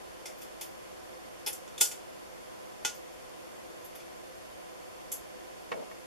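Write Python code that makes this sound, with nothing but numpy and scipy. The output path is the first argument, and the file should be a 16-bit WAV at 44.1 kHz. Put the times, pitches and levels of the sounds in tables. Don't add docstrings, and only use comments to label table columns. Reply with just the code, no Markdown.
import sys
import numpy as np
from scipy import signal
from scipy.fft import rfft, irfft, next_fast_len
from scipy.io import wavfile
from scipy.ndimage import uniform_filter1d

SR = 44100
rng = np.random.default_rng(int(sys.argv[2]) if len(sys.argv) > 2 else 0)


def master(y):
    cut = np.clip(np.atleast_2d(y).T, -1, 1)
    pcm = np.round(cut * 32767)
    wavfile.write(sys.argv[1], SR, pcm.astype(np.int16))


N = 267246
AGE_S = np.arange(int(0.5 * SR)) / SR


def from_db(db):
    return 10 ** (np.asarray(db) / 20)


def rms_one(x):
    return x / np.sqrt(np.mean(x ** 2) + 1e-20)


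def coloured(x, points):
    size = next_fast_len(x.shape[-1], True) * 2
    hz, db = np.transpose(points)
    bins_hz = np.maximum(np.arange(size // 2 + 1) * SR / size, 1)
    gain = from_db(np.interp(np.log(bins_hz), np.log(hz), db))
    cepstrum = irfft(np.log(gain))
    cepstrum[1:size // 2] *= 2
    cepstrum[size // 2 + 1:] = 0
    return irfft(rfft(x, size) * np.exp(rfft(cepstrum)))[..., :x.shape[-1]]


def stereo(mid, side):
    return np.array([mid + side, mid - side])


def add(out, start_s, sound):
    start = int(start_s * SR)
    part = sound[:, :N - start]
    out[:, start:start + part.shape[1]] += part


def dying(fade_s, age_s=AGE_S):
    return np.exp(-np.log(1000) * age_s / fade_s)


def ringing(tones):
    phases = rng.uniform(0, 2 * np.pi, (len(tones), 2, 1))
    return sum(from_db(db) * dying(fade_s) * np.sin(2 * np.pi * hz * AGE_S + phase)
               for (hz, db, fade_s), phase in zip(tones, phases))


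# pitch_hz, level_db
AIR_MID_COLOUR = [(15, -54), (25, -16), (59, -11.5), (154, -17.5), (301, -15), (344, -9), (438, -9.5),
                  (515, -3.5), (558, -8.5), (1030, -12.5), (1280, -14), (3930, -20), (10900, -25.5),
                  (11800, -28.5), (15000, -39.5)]
AIR_SIDE_COLOUR = [(15, -52), (25, -22.5), (196, -7.5), (271, -7.5), (344, -6), (438, -9.5), (515, -4),
                   (811, -12), (1030, -13), (3350, -22.5), (3930, -25.5), (4870, -26), (7480, -27),
                   (13800, -38), (15000, -49)]
def air(mid_db=-53.5, side_db=-48.5):
    mid, side = rng.standard_normal((2, N))
    return stereo(from_db(mid_db) * rms_one(coloured(mid, AIR_MID_COLOUR)),
                  from_db(side_db) * rms_one(coloured(side, AIR_SIDE_COLOUR)))


# pitch_hz, width_hz, level_db, side_over_mid_db
HUM_BANDS = [(60.3, 17, -85, -11), (199, 89, -72.5, -1), (344.3, 50, -70, 14), (395.4, 14, -74.5, 12),
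             (502.3, 11.7, -65.5, 5), (522.5, 6.6, -67.5, -0.5), (627.6, 83, -65, 8), (737, 57, -64.5, 3),
             (1021, 64, -65.5, 2.5), (11900, 500, -87, -6)]
def hum():
    out = np.zeros((2, N))
    for hz, width_hz, db, side_db in HUM_BANDS:
        band = signal.iirpeak(hz, hz / width_hz, fs=SR)
        noise = rng.standard_normal((2, N))
        mid, side = rms_one(signal.lfilter(*band, signal.lfilter(*band, noise)))
        out += from_db(db) * stereo(mid, from_db(side_db) * side)
    return out


def camera_whine(pitch_hz=11650, level_db=-70.5, waver_hz=8):
    waver = rms_one(uniform_filter1d(rng.standard_normal(N), size=2000))
    phase = 2 * np.pi * np.cumsum(pitch_hz + waver_hz * waver) / SR
    return from_db(level_db) * np.sqrt(2) * np.sin([phase, phase + .9])


def slipping(slip_s, fade_s, first_grip=0.12):
    slipped_s = np.minimum(AGE_S, max(slip_s, 1 / SR))
    swell = first_grip + (1 - first_grip) * slipped_s / slipped_s[-1]
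    hold_off_fade = np.exp(np.log(1000) * (slipped_s - slipped_s[-1] / 2) / fade_s)
    return swell * hold_off_fade


def crack(fade_s, contact_db=29.5, room_db=-24, room_fade_s=0.44):
    echoes = rms_one(rng.standard_normal((2, len(AGE_S))))
    sound = echoes * np.hypot(dying(fade_s), from_db(room_db) * dying(room_fade_s))
    sound[0, 0] += from_db(contact_db)
    return sound


def pinched_line(pitch_hz, fade_s, sharpness=16):
    return signal.lfilter(*signal.iirpeak(pitch_hz, sharpness, fs=SR), crack(fade_s))


# pitch_hz, level_db, fade_s
HOLLOW_TONES = [(352.6, -16.5, 0.16), (443, -12.5, 0.14), (832, -8.5, 0.16), (900, -5.5, 0.094),
                (1410, -34, 0.14), (2019, -12, 0.12), (2170, -8, 0.05), (2470, -11.5, 0.087),
                (2630, -13, 0.15), (3012, -17, 0.2), (3384, -13, 0.13), (3500, -10.5, 0.09)]
SWIVEL_TONES = [(1434, 3, 0.2), (4910, -20, 0.28), (5780, -10, 0.28), (5790, -7, 0.14), (5985, -17, 0.21),
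                (6300, -15.5, 0.35), (6240, -22, 0.24), (6300, -19, 0.25), (6960, -6, 0.16),
                (7460, -18, .22), (7350, -4.5, 0.15), (7800, -10, 0.3), (8360, -10, 0.2), (8420, -8, 0.14),
                (9750, -7, 0.13), (9900, -3, 0.062), (11100, -9, 0.097), (11700, -19, 0.11),
                (12220, -11, 0.14)]
def tackle_ring(tick_db, swivel_db, hard_snap_db=-11.5, hard_ring_db=2, loss_per_db=0.03):
    hollow_db = hard_ring_db - loss_per_db * (hard_snap_db - tick_db)
    return from_db(hollow_db) * ringing(HOLLOW_TONES) + from_db(swivel_db) * ringing(SWIVEL_TONES)


# pitch_hz, side_over_mid_db
STEREO_WIDTH = [(100, 11), (400, 6), (900, 4), (2000, -7.5), (5000, -4.5), (9000, -1.5), (13000, 1.5)]
def widen(mid, side):
    return stereo(mid, coloured(side, STEREO_WIDTH)) / np.sqrt(2)


# pitch_hz, level_db
SMALL_PARTS_COLOUR = [(70, -20), (170, -17), (480, -7), (1100, -10.5), (2500, -2.5), (3400, 0.5),
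                      (4050, -1.5), (4700, 1.5), (7200, 1.5), (8200, -2), (9500, 0), (11500, -2),
                      (14000, -10), (15000, -15)]
# start_s, level_db, slip_s, bright_db, swivel_db, lower_hz, lower_db, upper_hz, upper_db
LINE_TICKS = [ (.2565, -38.5, .001, 2, -10, 2130, 15, 5480, 8.5),
              (.378, -57, .008, 4, -14, 13800, 12, 14300, 22),
              (.414, -43.5, 0.0062, 2, -14, 6940, -2, 12800, 12),
              (.611, -35.5, 0.0014, 0.5, -20, 10600, 2, 13700, 12.5),
              (1.4631, -32, 0.0005, -2, -25, 5300, 6, 13700, 10),
              (1.4658, -30.5, 0.01, -9.5, -19, 10430, 17.5, 11600, 18),
              (1.5273, -39.5, .003, 16, -11, 7650, 6, 12400, 2),
              (1.6743, -50, .003, -11, -6, 5500, -4, 7700, 3),
              (1.7791, -38.5, 0.0014, 4, -14, 3520, 14.5, 6740, 4),
              (1.8037, -34, 0.0046, 9, -3, 6800, 8, 11000, 5),
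              (1.8097, -17, 0.00063, 9, -6, 3560, 1, 7540, 3),
              (1.914, -37, .0007, 0.5, -10, 2300, 8, 7500, 4.5),
              (2.8487, -25.5, 0.00079, -7.5, -4, 3000, -3, 6400, 7),
              (2.945, -51, .005, 6, -11, 6800, 0, 14200, 17),
              (3.844, -52, .008, -1, -12, 11500, 17, 12700, 22),
              (3.951, -47.5, 0.0067, -6, -16, 11300, 14, 12200, 17),
              (3.994, -48, .010, -8, -10, 2330, 14, 6000, -3),
              (5.1176, -42, 0.0017, -1, -12, 6370, 14, 7500, 19.5),
              (5.1185, -43.5, 0.0066, 5.5, -17, 11100, 20, 11700, 24), ]
def ticks(free_fade_s=0.23, halving_slip_s=0.018, tilt_from_hz=2420, tilt_to_hz=11900):
    out = np.zeros((2, N))
    colour_hz, colour_db = np.transpose(SMALL_PARTS_COLOUR)
    tilt = np.interp(np.log(colour_hz), np.log([tilt_from_hz, tilt_to_hz]), [-.5, .5])
    for start_s, db, slip_s, bright_db, swivel_db, lower_hz, lower_db, upper_hz, upper_db in LINE_TICKS:
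        fade_s = free_fade_s / (1 + slip_s / halving_slip_s)
        tackle = tackle_ring(db, swivel_db)
        line = from_db(lower_db) * pinched_line(lower_hz, fade_s)
        line += from_db(upper_db) * pinched_line(upper_hz, fade_s)
        tick = (crack(fade_s) + tackle + line) * slipping(slip_s, fade_s)
        colour = list(zip(colour_hz, colour_db + bright_db * tilt))
        add(out, start_s, from_db(db) * coloured(tick, colour))
    return widen(*out)


# pitch_hz, level_db, fade_s
TABLE_TONES = [(478, -10, 0.096), (645, -20, 0.33), (883, -18.5, 0.11), (1080, -12.5, 0.074),
               (1870, -17, .1), (1900, -27, 0.14), (2220, -13.5, .1)]
# pitch_hz, level_db
THUD_COLOUR = [(60, -37), (200, -14), (450, -8.5), (1000, -7.5), (1500, -8.5), (2400, -10.5), (3500, -17.5),
               (5000, -28), (14000, -48)]
RUB_COLOUR = [(60, -57), (180, -7.5), (350, -10), (490, 5), (680, -3), (800, -5), (950, -10), (1400, -19),
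              (3000, -28), (8000, -53)]
# start_s, knock_db, rise_s, fade_s, drag_s, drag_db
HAND_LANDINGS = [(5.716, -11, 0.0024, 0.092, 0.12, -43.5), (5.9126, -24.5, 0.00055, .035, 0.02, -53)]
def hand_on_table(rub_rise_s=0.033, rub_fade_s=0.094):
    out = np.zeros((2, N))
    for start_s, knock_db, rise_s, fade_s, drag_s, drag_db in HAND_LANDINGS:
        thud = rng.standard_normal((2, len(AGE_S))) * dying(fade_s) + ringing(TABLE_TONES)
        knock = coloured(thud * np.minimum(AGE_S / rise_s, 1), THUD_COLOUR)
        since_drag_s = np.maximum(AGE_S - drag_s, 0)
        pressure = np.minimum(AGE_S / rub_rise_s, 1) * dying(rub_fade_s, since_drag_s)
        rub = rms_one(coloured(rng.standard_normal((2, len(AGE_S))), RUB_COLOUR))
        add(out, start_s, from_db(knock_db) * knock + from_db(drag_db) * pressure * rub)
    return widen(*out)


def scene(lean_right_db=0.27):
    handling = ticks() + hand_on_table()
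    background = (air() + hum()) * from_db([[-lean_right_db], [lean_right_db]])
    return handling + background + camera_whine()


def record(dry, notch_width_hz=220, cutoff_hz=14900):
    for notch_hz in (3950, 7900):
        dry = signal.lfilter(*signal.iirnotch(notch_hz, notch_hz / notch_width_hz, fs=SR), dry)
    return signal.sosfilt(signal.ellip(10, .2, 80, cutoff_hz, fs=SR, output="sos"), dry)


dry = scene()
out = record(dry)
master(out)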